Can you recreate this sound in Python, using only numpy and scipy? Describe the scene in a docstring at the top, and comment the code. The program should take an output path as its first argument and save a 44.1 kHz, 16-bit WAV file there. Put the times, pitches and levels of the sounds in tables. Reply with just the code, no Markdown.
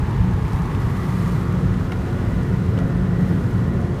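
"""Passing an army lorry in the rain

Inside a car on a wet motorway, road rumble, tyre boom and rushing wind fill the cabin. The roar and
whine of the lorry's and trailer's tyres climb in pitch as they near, then a surging drone and whirr
come alongside. Spray hisses on the side window, drops tick on the glass, splashes knock on the body."""
import sys
import numpy as np
from scipy import signal
from scipy.fft import rfft, irfft
from scipy.io import wavfile
from scipy.ndimage import uniform_filter1d

SR = 44100
rng = np.random.default_rng(int(sys.argv[2]) if len(sys.argv) > 2 else 0)


def unload_audio(sound):
    """Save the sound as a 16-bit wav file, at the path given as the first command line argument."""
    columns = np.transpose(np.atleast_2d(sound))
    # keep every value between -1 and 1, then stretch to whole-number steps
    steps = np.round(np.clip(columns, -1, 1) * 32767)
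    wavfile.write(sys.argv[1], SR, steps.astype(np.int16))


N = 176400
T = np.arange(N) / SR
HZ = np.fft.rfftfreq(N, 1 / SR)

# Roar of the lorry's tyres: time_s, pitch_hz, level_db
ROAR = [(0, 977, -40), (.35, 939, -41), (.58, 988, -38), (.85, 1138, -42), (1.2, 1200, -42),
        (1.5, 1363, -43), (1.8, 1387, -45), (2.35, 1435, -46.5), (3.2, 1420, -45), (4, 1439, -52)]
# Tone of the broad noise around the roar: frequency_hz, gain_db
ROAR_SKIRT = [(400, -34), (800, 8), (1100, -7), (1400, -12), (1650, 4.5), (2150, -3), (2340, -0.5),
              (2600, -7.5), (5000, -31)]
# Pitches that the side window boosts: pitch_hz, width_hz, boost_db
WINDOW_RINGS = [(870, 140, 6.5), (1110, 52, 7), (1253, 31, 8.5), (1435, 50, 7)]
# Whine of the trailer's tread: time_s, pitch_hz, level_db
WHINE = [(0, 994, -54), (.8, 1075, -52), (.9, 1161, -43), (1.15, 1176, -44), (1.53, 1127, -45),
         (1.68, 1141, -61)]
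# Tone of the lorry's drone: frequency_hz, gain_db
DRONE_TONE = [(100, -19), (230, 9), (350, -0.5), (470, 2), (600, -4), (740, -6), (950, -59), (2000, -57)]
# Loudness of the drone: time_s, level_db
DRONE_LEVEL = [(0, -65), (.9, -41.5), (1.25, -40), (1.4, -37), (1.6, -36.5), (1.75, -41), (2, -34),
               (2.12, -34.5), (2.48, -33), (2.63, -42.5), (2.8, -31), (3.1, -37), (3.24, -33.5),
               (3.37, -35), (3.51, -37), (3.72, -32), (4, -33)]
# Engine notes within the drone: pitch_hz, width_hz, gain_db
ENGINE_NOTES = [(234, 4.3, -5), (268.1, 8.35, -6), (353.8, 25, -5), (547, 8, -14), (716, 60, -18)]
# Surges of the lorry's whirring drive: time_s, level_db
WHIRR_LEVEL = [(0, -52), (.45, -60), (.72, -51), (1.15, -49), (1.68, -56), (2.08, -54), (2.3, -48),
               (2.48, -46), (2.62, -54), (3.3, -47), (3.5, -52.5), (3.68, -46.5), (4, -52.5)]
# Notes around the whirr's main pitch: offset_hz, gain_db
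WHIRR_NOTES = [(-130, -3.5), (0, 0), (100.5, -5.5)]

# Tone of the spray on the window: frequency_hz, gain_db
SPRAY_TONE = [(800, -10), (2000, 3.5), (3200, 6), (5000, 3), (7000, .8), (10000, 0), (15500, -3.2)]
# Loudness of the spray: time_s, level_db
SPRAY_LEVEL = [(0, -62), (.43, -61), (.52, -51), (.6, -54.5), (.72, -56), (.95, -52.5), (1.23, -48.5),
               (1.38, -51), (1.5, -58), (2.05, -59), (2.5, -63), (3.08, -68), (3.25, -55), (3.58, -59),
               (3.7, -72), (4, -63)]
# Heavy splashes on the body: start_s, level_db, snap_hz, panel_gain_db
SPLASHES = [(.749, -35, 2900, -1), (1.742, -37.5, 3000, -12), (1.9195, -29.5, 2900, -12),
            (1.9222, -28.5, 2000, 0), (1.9315, -38.5, 5500, -3), (2.777, -37, 3300, -1),
            (2.7885, -34, 6400, 4)]
# Tone of a splash: frequency_hz, gain_db
SPLASH_TONE = [(200, -2), (700, 6), (1400, 6), (2000, 7), (3000, 6), (4500, -4), (9000, -12), (15000, -25)]
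# Notes of a struck panel, each dying away by 60 dB: pitch_hz, gain_db, fade_s
PANEL_NOTES = [(560, -4, .07), (750, -4, .065), (900, -5, .06), (1080, -5, .07), (1370, -4, .08),
               (1940, -10, .07)]
# Single drops on the glass: start_s, level_db
DROPS = [(.1098, -41.5), (.4812, -45), (.5237, -44), (.5322, -41.5), (.6205, -44), (.657, -42),
         (1.525, -46), (2.129, -46), (2.4325, -45)]
# Tone of a drop: frequency_hz, gain_db
DROP_TONE = [(700, -17), (2500, 10), (6000, 8.5), (12000, 1), (15500, -15)]

# Tone of the road rumble: frequency_hz, gain_db
RUMBLE_TONE = [(15, -44), (33, -37), (45, -25), (54, -0.5), (70, -8.5), (95, 0.5), (125, 2), (165, -3),
               (205, -10.5), (300, -17), (450, -18.5), (620, -40), (1200, -65)]
# Loudness of the rumble: time_s, level_db
RUMBLE_LEVEL = [(0, -21), (.25, -21), (.65, -20.5), (.8, -20.5), (1.15, -23), (1.5, -19.5), (1.9, -22.5),
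                (2.35, -21.5), (2.63, -20.5), (2.95, -20.5), (3.27, -19.5), (3.65, -20.5), (4, -23)]
# Tone of the car body's low throb: frequency_hz, gain_db
THROB_TONE = [(15, -40), (30, -3), (42, -2.5), (54, 7), (66, -1), (100, -1), (200, -55)]
# Loudness of the throb: time_s, level_db
THROB_LEVEL = [(0, -32), (.55, -33.5), (1, -31.5), (1.25, -41), (1.7, -31.5), (2.3, -28.5), (2.85, -31.5),
               (3.15, -36), (3.6, -30.5), (4, -34)]
# Pitches at which the cabin and panels ring: pitch_hz, width_hz, level_db
CABIN_RINGS = [(96, 9.8, -40.5), (237.7, 8, -42.5), (269.9, 6.8, -43), (353.6, 13.6, -44)]
# Boom of the air inside the tyres: time_s, level_db
BOOM_LEVEL = [(0, -60), (.25, -22.5), (.45, -35), (.9, -38.5), (1.1, -27), (1.6, -24), (2.05, -30),
              (2.4, -26.5), (2.65, -26), (3.2, -21), (3.65, -28.5), (3.8, -25.5), (4, -30)]
# Bumps in the road: time_s, level_db, pitch_hz
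BUMPS = [(.033, -13.5, 72), (.213, -13, 62), (.347, -16, 60), (.451, -17, 70), (.548, -16, 65),
         (1.005, -14.5, 105), (1.69, -14.5, 100), (2.688, -13.5, 100), (2.85, -17, 50), (3.242, -13, 125),
         (3.45, -13, 120)]
# Tone of the wind and tyre rush: frequency_hz, gain_db
RUSH_TONE = [(100, -1.5), (400, 3.5), (650, 0), (1000, 4.5), (1500, -3), (2030, -6), (2300, -11),
             (3200, -13), (4500, -19), (7000, -25), (10000, -30.5), (12500, -47), (15500, -58)]
# Loudness of the rush: time_s, level_db
RUSH_LEVEL = [(0, -37.5), (1.2, -36), (3, -38), (4, -38)]


def tyre_roar(far_width_hz=640, near_width_hz=290, near_at_s=2.3, skirt_db=-5.5):
    """The lorry's tyres, heard through the window: the roar rises and narrows as they near."""
    hz, near = curve(ROAR), np.clip(T / near_at_s, 0, 1)
    roar = np.sqrt(1 - near) * ring(hz, far_width_hz) + np.sqrt(near) * ring(hz, near_width_hz)
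    window_db = sum(db / (1 + (2 * (HZ - f) / width) ** 2) for f, width, db in WINDOW_RINGS)
    return amp(curve(ROAR, column=2)) * (boost(roar, window_db) + amp(skirt_db) * noise(ROAR_SKIRT))


def tread_whine():
    """The trailer's tread sings on the road."""
    return amp(curve(WHINE, column=2)) * ring(curve(WHINE), width_hz=85, steady=0.5)


def lorry_drone():
    """Low noise and engine notes swell as the lorry comes alongside."""
    drone = noise(DRONE_TONE)
    engine = sum(amp(db) * ring(hz, width, steady=0.38) for hz, width, db in ENGINE_NOTES)
    return amp(curve(DRONE_LEVEL)) * (drone + engine)


def drive_whirr(pitch_hz=1985, sink_hz_per_s=20):
    """The lorry's drive whirrs in surges while its pitch slowly sinks."""
    hz = pitch_hz - sink_hz_per_s * T
    whirr = sum(amp(db) * ring(hz + offset, width_hz=40) for offset, db in WHIRR_NOTES)
    return amp(curve(WHIRR_LEVEL)) * unit(whirr)


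def spray(mist_share=0.62, gust_db=1.0):
    """The lorry's wheels throw smooth mist and crackling droplets at the window."""
    mist = np.sqrt(mist_share) * rng.standard_normal(N)
    droplets = np.sqrt(1 - mist_share) * impacts(per_s=900, spread_db=2)
    level_db = curve(SPRAY_LEVEL) + gust_db * wobble(rate_hz=37)
    return amp(level_db) * colour(mist + droplets, SPRAY_TONE)


def splashes(decay_s=.003, snap_db=10, snap_width_octaves=.3):
    """Heavy splashes slap the body, each with its own snap, and briefly ring a panel."""
    out, t = np.zeros(N), T[:SR // 5]
    panel = sum(amp(db - 60 * t / fade_s) * np.sin(2 * np.pi * hz * t) for hz, db, fade_s in PANEL_NOTES)
    for start_s, db, snap_hz, panel_db in SPLASHES:
        octaves = np.log2((HZ + 1) / snap_hz)
        snap = boost(noise(SPLASH_TONE), snap_db * np.exp(-(octaves / snap_width_octaves) ** 2))
        slap = np.exp(-t / decay_s) * snap[:len(t)]
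        add(out, start_s, amp(db) * (slap + amp(panel_db) * panel))
    return out


def rain(patter_db=-64.5, patter_decay_s=.0008, drop_decay_s=.0022):
    """Fine rain and a few larger drops hit the glass, each a tiny burst of noise."""
    hits = abs(impacts(per_s=90, spread_db=2.8))
    bursts = signal.lfilter([1], [1, -np.exp(-1 / (patter_decay_s * SR))], hits)  # each hit fades
    out = amp(patter_db) * unit(bursts * noise(DROP_TONE))
    t = T[:SR // 10]
    for start_s, db in DROPS:
        add(out, start_s, amp(db) * np.exp(-t / drop_decay_s) * noise(DROP_TONE)[:len(t)])
    return out


def road():
    """The road rumbles, the cabin rings, the air in the tyres booms and the body throbs."""
    rumble = amp(curve(RUMBLE_LEVEL)) * noise(RUMBLE_TONE)
    cabin = sum(amp(db) * ring(hz, width, steady=0.62) for hz, width, db in CABIN_RINGS)
    boom = amp(curve(BOOM_LEVEL)) * ring(hz=180.4, width_hz=18, steady=0.97)
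    throb = amp(curve(THROB_LEVEL)) * noise(THROB_TONE)
    return rumble + cabin + boom + throb


def bumps(width_s=.011):
    """Bumps come through the suspension as short, soft thuds."""
    out = np.zeros(N)
    for time_s, db, hz in BUMPS:
        t = T - time_s
        out += amp(db) * np.exp(-(t / width_s) ** 2) * np.cos(2 * np.pi * (hz * t + rng.random()))
    return out


def rush(flutter_db=.6, ripple_db=1.3):
    """Wind and tyre noise flutters through the doors; the cabin favours some pitches over others."""
    ripple = unit(uniform_filter1d(rng.standard_normal(len(HZ)), size=140))
    air = boost(noise(RUSH_TONE), ripple_db * ripple)
    return amp(curve(RUSH_LEVEL) + flutter_db * wobble(rate_hz=20)) * air


def amp(db):
    """Turns decibels into a multiplier."""
    return 10 ** (np.asarray(db) / 20)


def unit(x):
    """Scales x to an average strength (rms) of 1."""
    return x / np.sqrt(np.mean(x ** 2) + 1e-20)


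def curve(rows, column=1):
    """Joins a time table's points with straight lines."""
    rows = np.array(rows)
    return np.interp(T, rows[:, 0], rows[:, column])


def boost(x, db):
    """Turns each frequency up or down, then scales to strength 1."""
    return unit(irfft(rfft(x) * amp(db), N))


def colour(x, tone):
    """Shapes x with a tone table."""
    hz, db = np.transpose(tone)
    return boost(x, np.interp(np.log2(HZ + 1), np.log2(hz), db))


def noise(tone):
    """Noise with the given tone."""
    return colour(rng.standard_normal(N), tone)


def wobble(rate_hz):
    """Smooth random motion of strength 1."""
    return unit(irfft(rfft(rng.standard_normal(N)) * np.exp(-(HZ / rate_hz) ** 2), N))


def ring(hz, width_hz, steady=0):
    """Something shaken at random rings: wider is noisier, and steady evens out its loudness."""
    shape = 1 / (1 + (2 * np.fft.fftfreq(N, 1 / SR) / width_hz) ** 2)
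    shake = np.fft.ifft(shape * (rng.standard_normal(N) + 1j * rng.standard_normal(N)))
    shake /= np.sqrt(1 + steady * unit(abs(shake)) ** 2)
    note = np.exp(2j * np.pi * np.cumsum(hz * np.ones(N)) / SR)
    return unit((shake * note).real)


def impacts(per_s, spread_db):
    """Random clicks, a few larger than the rest."""
    size = amp(spread_db * np.minimum(rng.exponential(1, N), 4))
    return unit(size * rng.choice([-1, 1], N) * (rng.random(N) < per_s / SR))


def add(mix, start_s, sound):
    """Mixes a sound in at start_s."""
    part = mix[max(round(start_s * SR), 0):][:len(sound)]
    part += sound[:len(part)]


def scene():
    """Everything as heard from the passenger seat, in one channel."""
    car = road() + bumps() + rush()
    lorry = tyre_roar() + tread_whine() + lorry_drone() + drive_whirr()
    water = spray() + rain() + splashes()
    return (car + lorry + water)[None]


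def record(dry):
    """Cuts away the very highest treble."""
    low_pass = signal.firwin(801, cutoff=15300, window=("kaiser", 9), fs=SR)
    return signal.oaconvolve(dry, low_pass[None], "same")


dry = scene()
out = record(dry)
unload_audio(out)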